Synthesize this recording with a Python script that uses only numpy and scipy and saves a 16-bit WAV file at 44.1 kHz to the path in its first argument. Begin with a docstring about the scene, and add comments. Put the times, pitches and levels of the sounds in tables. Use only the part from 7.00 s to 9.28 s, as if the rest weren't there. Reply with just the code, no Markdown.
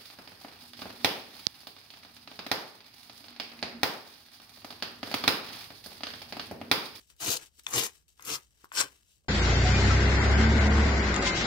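"""A strip is torn off a large page along a steel ruler in four short pulls, on a mat under a close pair of microphones.
Tearing is dense tiny clicks of breaking fibres that ring in the sheet; the sheet flutters and the desk hums along.
Between pulls the loose strip rustles (faint clicks) and snaps (struck short rings), fibres slip in short bursts
and fingers thud on the mat. A small room of feedback delays and a low rumble of shaped noise lie below."""
import sys
import numpy as np
from scipy import signal
from scipy.fft import rfft, irfft, next_fast_len
from scipy.io import wavfile
from scipy.ndimage import uniform_filter1d

SR = 44100
rng = np.random.default_rng(int(sys.argv[2]) if len(sys.argv) > 2 else 0)


def master(y):
    """Save y as 16-bit WAV."""
    cut = np.clip(np.atleast_2d(y).T, -1, 1)
    pcm = np.round(cut * 32767)  # scale
    wavfile.write(sys.argv[1], SR, pcm.astype(np.int16))


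def convert_level_to_amplitude(level_db):
    """Map a level in decibels to its linear amplitude factor."""
    exponent = np.asarray(level_db, float) / 20
    return 10 ** exponent


N = 100680
HZ = np.maximum(np.arange(N // 2 + 1) * SR / N, 1)


def rms_one(x):
    """Scale to rms 1."""
    return x / np.sqrt(np.mean(x ** 2) + 1e-20)


def column(rows, index, outside):
    """One column of a curve, sample by sample."""
    rows = np.array(rows)
    return np.interp(np.arange(N) / SR, rows[:, 0], rows[:, index], left=outside, right=outside)


def at_hz(points):
    """A spectrum table on the FFT grid, interpolated over log frequency."""
    hz, value = np.transpose(points)
    return np.interp(np.log(HZ), np.log(hz), value)


def drift(rate_hz):
    """Slow chance of spread 1: noise through two equal one-pole low-passes."""
    r = np.exp(-2 * np.pi * rate_hz / SR)
    slow = signal.lfilter([1], [1, -2 * r, r * r], rng.standard_normal(N + SR))
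    return rms_one(slow[SR:])


# Left against right. Each row: frequency in Hz, left over right in dB.
LEFT_OVER_RIGHT = [(60, 0.5), (110, -1), (200, 6.5), (380, -1.5), (700, 3), (1290, 8.5), (2380, 8),
                   (4400, 3.5), (8120, 5.5), (15000, 5)]
# Likeness of the ears. Each row: frequency in Hz, share of power common to both ears.
ALIKE = [(100, 0.99), (400, 1), (1200, 0.33), (5000, 0.44), (9000, 0.055), (15000, 0.073)]
# Phase of the right ear. Each row: frequency in Hz, further lag in radians.
RIGHT_TURN = [(300, -0.29), (800, 0.72), (1400, -0.073), (2500, 0.69), (4000, -0.43)]
RIGHT_LATE_S = 0.00022


def two_ears(common, own):
    """Spectra at both ears: part is shared, the right one late and duller; the rest is their own."""
    alike = np.clip(at_hz(ALIKE), 0, 1)
    lag_rad = 2 * np.pi * HZ * RIGHT_LATE_S + at_hz(RIGHT_TURN)
    late = np.exp(-1j * lag_rad * np.array([[0], [1]]))
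    tilt = convert_level_to_amplitude(at_hz(LEFT_OVER_RIGHT) / 2 * np.array([[1], [-1]]))
    return tilt * (np.sqrt(alike) * late * rfft(common) + np.sqrt(1 - alike) * rfft(own))


FIBRE_SPREAD_DB = 2.0


def clicks(per_s):
    """Breaking fibres: random clicks of uneven size and either sign, rms 1."""
    size_db = FIBRE_SPREAD_DB * np.minimum(rng.exponential(1, N), 5)
    sizes = convert_level_to_amplitude(size_db) * rng.choice([-1, 1], N)
    return rms_one(sizes * (rng.random(N) < per_s / SR))


CLUMP_HZ, PATCH_HZ = 139.3, 23
SHEET_RIPPLE_DB, SHEET_RIPPLE_HZ = 2.5, 92


def crackle(spectrum, per_s, clump_db, patch_db, body_db=0, rasp_db=0):
    """Clumped clicks ring in the sheet's crowded modes, each region of pitch swelling on its own."""
    clumps = convert_level_to_amplitude(clump_db * drift(CLUMP_HZ))
    width = int(SHEET_RIPPLE_HZ * N / SR)
    modes = uniform_filter1d(rng.standard_normal(len(HZ)), width)
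    modes = rms_one(uniform_filter1d(modes, width))
    own = np.array([clicks(per_s), clicks(per_s)])
    heard = two_ears(clumps * clicks(per_s), clumps * own)
    heard = heard * convert_level_to_amplitude(at_hz(spectrum) + SHEET_RIPPLE_DB * modes)
    place = np.clip(np.log2(HZ / 300) * 1.5, 0, 8)  # 2/3 octave steps from 300 Hz
    parts = []
    for k in range(9):
        region = irfft(heard * np.clip(1 - abs(place - k), 0, 1), N)
        parts.append(convert_level_to_amplitude(patch_db * drift(PATCH_HZ)) * region)
    mid_power = uniform_filter1d(sum(parts).mean(axis=0) ** 2, size=4000)
    body, rasp = sum(parts[:5]), parts[6]  # up to about 2 kHz; about 5 kHz
    out = convert_level_to_amplitude(body_db) * body + convert_level_to_amplitude(rasp_db) * rasp + parts[5] + sum(parts[7:])
    return out / np.sqrt(np.median(mid_power))  # level before body_db and rasp_db


def ring(click, hz, cycles):
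    """A click sets one mode ringing; it falls 60 dB in the given cycles."""
    r, w = convert_level_to_amplitude(-60 * hz / (cycles * SR)), 2 * np.pi * hz / SR
    return signal.lfilter([0, np.sin(w)], [1, -2 * r * np.cos(w), r * r], click)


def blow(s, db, soft_hz):
    """One click, dulled by a soft contact."""
    click, r = np.full(N, 1e-18), np.exp(-2 * np.pi * soft_hz / SR)
    click[int(s * SR)] = convert_level_to_amplitude(db)
    return signal.lfilter([(1 - r) ** 2], [1, -2 * r, r * r], click)


def struck_pair(x):
    """A struck sound at both ears; the right one's own part comes 9 samples later."""
    return irfft(two_ears(x, np.array([x, np.roll(x, 9)])), N)


# House hum and microphone hiss. Each row: frequency in Hz, relative density in dB per Hz.
RUMBLE = [(15, -25.5), (30, -19), (60, 5), (90, -6.5), (170, -14.5), (500, -24.5), (1000, -36),
          (3000, -47.5), (8000, -35), (10000, -38), (15800, -42.5)]
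RUMBLE_DB = -72


def rumble():
    """Low hum of the house and microphone hiss: shaped noise, partly shared by both ears."""
    noise = rng.standard_normal((3, N))
    pair = noise[:2] + 0.88 * noise[2]
    pair = irfft(rfft(pair) * convert_level_to_amplitude(at_hz(RUMBLE)), N)
    return convert_level_to_amplitude(RUMBLE_DB + 0.5 * drift(6.3)) * rms_one(pair)


ROOM_T60_S, WALL_CUT_HZ = 0.15, 3000


def room(x):
    """Eight feedback delays a side, duller on every round."""
    size = next_fast_len(N + SR)
    hz, heard = np.arange(size // 2 + 1) * SR / size, rfft(x, size)
    loops = []
    for lag_s in rng.uniform(.008, .03, 16):
        wall = convert_level_to_amplitude(-60 * lag_s / ROOM_T60_S) / (1 + 1j * hz / WALL_CUT_HZ)
        loops.append(wall * np.exp(-2j * np.pi * hz * lag_s))
    tails = [sum(g / (1 - g) * (-1) ** k for k, g in enumerate(loops[side::2])) for side in (0, 1)]
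    return irfft(heard * np.array(tails), size)[:, :N]


# A finger meets the mat. Each row: start in seconds, blow level in dB, pitch in Hz.
THUDS = [(0.585, -59, 336), (1.64, -47, 357), (2.2468, -60.5, 620), (2.261, -62, 550)]
THUD_CYCLES, THUD_SOFT_HZ = 9.0, 874


def thuds():
    """Fingers thud on the mat: a soft blow rings one low mode."""
    out = sum(ring(blow(s, db, THUD_SOFT_HZ), hz, THUD_CYCLES) for s, db, hz in THUDS)
    return struck_pair(out)


# The strip buckles. Each row: start in seconds, blow level in dB, tilt about 1 kHz in dB per octave.
SNAPS = [(0.1, -54, -3.5), (0.6664, -33, 7.5), (1.1952, -35, -7), (1.6436, -31.5, -16), (1.655, -38, -19.5),
         (1.718, -26, -7), (2.247, -61.5, -13)]
# Rings of the strip. Each row: frequency in Hz, level in dB, cycles to fall 60 dB.
SNAP_RING = [(1036, -5, 6), (1340, 1.5, 7.6), (2330, 4, 3.5), (3450, 1, 13.1), (5030, -10.5, 7.0),
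             (6600, -4.5, 7.1), (8000, -15.5, 8.0)]
SNAP_CUT_HZ, SNAP_SOFT_HZ = 500, 9000
REPEAT_DB, REPEAT_PER_TILT = -7.5, 0.6  # second: dB of repeats per dB of tilt


def snaps():
    """Each buckle strikes the strip's short rings at chance strengths; two repeats, louder in crisp ones."""
    out = np.zeros(N)
    chance_db = rng.normal(0, 1, (len(SNAPS), len(SNAP_RING)))
    for (s, db, tilt_db), chances in zip(SNAPS, chance_db):
        click = blow(s, db, SNAP_SOFT_HZ)
        repeats = np.roll(click, 50) + np.roll(click, 87)
        click = click + convert_level_to_amplitude(REPEAT_PER_TILT * tilt_db + REPEAT_DB) * repeats
        for k, ((hz, ring_db, cycles), chance) in enumerate(zip(SNAP_RING, chances)):
            level_db = ring_db + tilt_db * np.log2(hz / 1000) + chance
            out += (-1) ** k * convert_level_to_amplitude(level_db) * ring(click, hz, cycles)
    high = signal.butter(2, SNAP_CUT_HZ, "high", fs=SR, output="sos")
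    return struck_pair(signal.sosfilt(high, out))


# A few fibres let go. Each row: start in seconds, level in dB before SLIP_DB, strongest pitch in Hz.
SLIPS = [(0.1642, -47.5, 5000), (0.635, -41, 6000), (0.6874, -25, 3600), (0.7056, -26.5, 7000),
         (0.709, -24, 3500), (1.0165, -60, 5000), (1.0812, -45, 5000), (1.2068, -37, 5500),
         (1.2236, -30.5, 6500), (1.2502, -23.5, 5300), (1.2552, -27, 3400), (1.5864, -57.5, 5000),
         (1.644, -39.5, 5600), (1.649, -43.5, 5300), (1.7239, -32.5, 7500), (2.0707, -69, 4000)]
# Colour of the slips. Each row: frequency in Hz, relative density in dB per Hz.
SLIP = [(500, -29.5), (1200, -12.5), (3500, -10), (7500, 3), (9300, -4.5), (12000, 0.5), (15800, -4.5)]
SLIP_T60_S, SLIP_DB, SLIP_CYCLES, SLIP_BROAD_DB = 0.02, -11.5, 15, -3.5


def slips():
    """Short slips of fibre: decaying bursts of crackle, heard broad and through one ring."""
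    out = np.zeros((2, N))
    fibres = crackle(SLIP, per_s=9000, clump_db=0.5, patch_db=-1)
    after = np.arange(SR // 20)
    for s, db, hz in SLIPS:
        now = int(s * SR) + after
        burst = convert_level_to_amplitude(db + SLIP_DB - 60 * after / (SLIP_T60_S * SR)) * fibres[:, now]
        out[:, now] += convert_level_to_amplitude(SLIP_BROAD_DB) * burst + ring(burst, hz, SLIP_CYCLES) * hz / SR
    return out


# Strip and fingers slide, one list a stretch. Each row: time in seconds, level in dB,
# relative level of the 1 kHz region in dB.
RUSTLES = [
    [(0.0, -61, 3.5), (0.058, -73.5, -2), (0.097, -67.5, -8), (0.102, -58, 0), (0.154, -80.5, 5.5),
     (0.19, -66, -6.5)],
    [(0.39, -54, 12), (0.47, -57.5, -0.5), (0.502, -80, 2), (0.575, -66, -8), (0.595, -55.5, 1),
     (0.625, -71.5, -5), (0.667, -63, -2)],
    [(0.9, -62, 3), (0.93, -66.5, 2), (0.964, -61.5, 2), (1.04, -81, 2), (1.078, -86.5, 1.5),
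     (1.082, -65, -4.5), (1.156, -76.5, -3.5), (1.2, -65, 8)],
    [(1.4, -62, 4), (1.498, -75.5, -0.5), (1.654, -66, 5.5), (1.68, -77.5, -1), (1.72, -68, 12.5)],
    [(1.9, -63.5, 8.5), (2.056, -72.5, -1.5), (2.134, -67.5, -6), (2.216, -79.5, 0.5), (2.283, -84.5, 2.5)],
]
# Colour of the rustle. Each row: frequency in Hz, relative density in dB per Hz.
RUSTLE = [(180, -7.5), (400, -11.5), (1000, -9.5), (2000, -8), (3300, -1.5), (5500, -3), (8300, -1.5),
          (9500, -10.5), (15800, -9)]


def rustling():
    """Faint sliding of paper on paper and skin: very dense crackle."""
    level = sum(convert_level_to_amplitude(column(rows, index=1, outside=-150)) for rows in RUSTLES)
    body_db = sum(column(rows, index=2, outside=0) for rows in RUSTLES)
    return level * crackle(RUSTLE, per_s=27000, clump_db=2.5, patch_db=-0.5, body_db=body_db)


# Four pulls, one list each. Each row: time in seconds, tearing level in dB,
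# the sheet's low flutter in dB over the tearing, relative level of the 1 kHz region in dB.
PULLS = [
    [(0.18, -78.5, -34, -24), (0.208, -39.5, -21, 5), (0.284, -29, -8.5, -2), (0.336, -29, -24.5, -2.5),
     (0.352, -35, -14, 4.5), (0.372, -35, -21.5, -4), (0.383, -50, -15, -14), (0.41, -62, -16, -32)],
    [(0.669, -46, -28, 7), (0.677, -49, -14, 9.5), (0.723, -45.5, -9, 10), (0.739, -31.5, -10.5, 6.5),
     (0.785, -29, -9, 0.5), (0.867, -36.5, -15.5, 2), (0.899, -58.5, -11, 4), (0.93, -73.5, -24, -9)],
    [(1.198, -69.5, -2.5, 16), (1.242, -57.5, -13, 8), (1.256, -47, -16, -0.5), (1.294, -35.5, -17, 6),
     (1.322, -38, -9, 2.5), (1.34, -35.5, -11.5, 3.5), (1.368, -42, -17, 4.5), (1.388, -56, -6.5, 9),
     (1.42, -79, -9, 5)],
    [(1.72, -58.5, -15, 11), (1.756, -37, -20, -1), (1.798, -26.5, -23, 0), (1.812, -26.5, -23, 2.5),
     (1.824, -37.5, -18, 9.5), (1.854, -45.5, -4, 1.5), (1.888, -59, -15, 3.5), (1.95, -77.5, -7.5, -13)],
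]
# Colour of each pull as the strip grows and turns. Each row: frequency in Hz, relative density in dB per Hz.
TEAR_A = [(350, -20.5), (600, -24.5), (669, -7), (768, -12), (1350, -9.5), (1840, -16), (2260, -9.5),
          (4130, -7.5), (4870, -3.5), (5580, -8.5), (6860, -4.5), (9270, -13), (15800, -15.5)]
TEAR_B = [(350, -38), (600, -15), (707, -10.5), (1040, -1), (1270, -8.5), (3100, -3.5), (5980, -1.5),
          (6490, -0.5), (9390, -7.5), (14200, -7), (15800, -14.5)]
TEAR_C = [(350, -32), (600, -27), (747, 0), (822, -15), (1080, -1.5), (1820, -11.5), (2110, -6),
          (3910, -3.5), (5140, -2), (5900, -1), (10300, -8.5), (14800, -7.5), (15800, -15.5)]
TEAR_D = [(350, -32), (600, -14), (1020, -7.5), (1260, -13.5), (1400, -5.5), (1970, -16.5), (2740, -5.5),
          (3810, -9), (5290, -3.5), (5900, -8), (8530, -8), (9270, -15), (15800, -16)]
# Low flutter of the sheet. Each row: frequency in Hz, relative density in dB per Hz.
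FLUTTER = [(100, -46.5), (165, -19), (230, -11), (340, -5), (400, -6.5), (480, -2), (590, -10.5),
           (800, -24.5), (1100, -54.5)]
# The desk hums along. Each row: frequency in Hz, relative density in dB per Hz.
DESK = [(50, -41), (85, -19), (125, -1.5), (160, -24.5), (250, -36)]
# Desk in each pull. Each value: level over the flutter in dB.
DESK_DB = [-10.5, -4.5, -6, -10]
FIBRES_PER_S, CLUMP_DB, PATCH_DB = 14000, 1.5, 2.0
SLOW_CLUMP = 0.02  # extra clumping, dB per dB below a pull's peak
RASP_PEAK_DB, RASP_FADE = 1, 0.26  # 5 kHz rasp at a pull's peak; dB lost per dB below it


def tearing():
    """Each pull breaks fibres, in jerks while it is slow, and shakes sheet and desk."""
    out = 0
    flutter = crackle(FLUTTER, per_s=3400, clump_db=.5, patch_db=3)
    desk = crackle(DESK, per_s=2300, clump_db=-2.0, patch_db=4.0)
    for rows, colour, desk_db in zip(PULLS, (TEAR_A, TEAR_B, TEAR_C, TEAR_D), DESK_DB):
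        level_db = column(rows, index=1, outside=-150)
        flutter_db = level_db + column(rows, index=2, outside=0)
        body_db = column(rows, index=3, outside=0)
        slack_db = np.minimum(level_db.max() - level_db, 30)
        clump_db = CLUMP_DB + SLOW_CLUMP * slack_db
        rasp_db = RASP_PEAK_DB - RASP_FADE * slack_db
        fibres = crackle(colour, FIBRES_PER_S, clump_db, PATCH_DB, body_db, rasp_db)
        out = out + convert_level_to_amplitude(level_db) * fibres
        out = out + convert_level_to_amplitude(flutter_db) * (flutter + convert_level_to_amplitude(desk_db) * desk)
    return out


ROOM_DB = -12.5


def scene():
    """Paper and fingers, their room, and the rumble."""
    paper = tearing() + rustling() + slips() + snaps() + thuds()
    return paper + convert_level_to_amplitude(ROOM_DB) * room(paper.mean(axis=0)) + rumble()


def band_limit(x):
    """A steep low-pass at the top of the band."""
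    return signal.sosfilt(signal.butter(12, 16810, fs=SR, output="sos"), x)


def record(dry):
    """A steep low-pass cuts the top, 40 dB down from 16.1 kHz."""
    low_pass = signal.cheby2(12, 40, 16100, fs=SR, output="sos")
    mix = signal.sosfilt(low_pass, dry)
    return band_limit(mix)


dry = scene()
out = record(dry)
master(out)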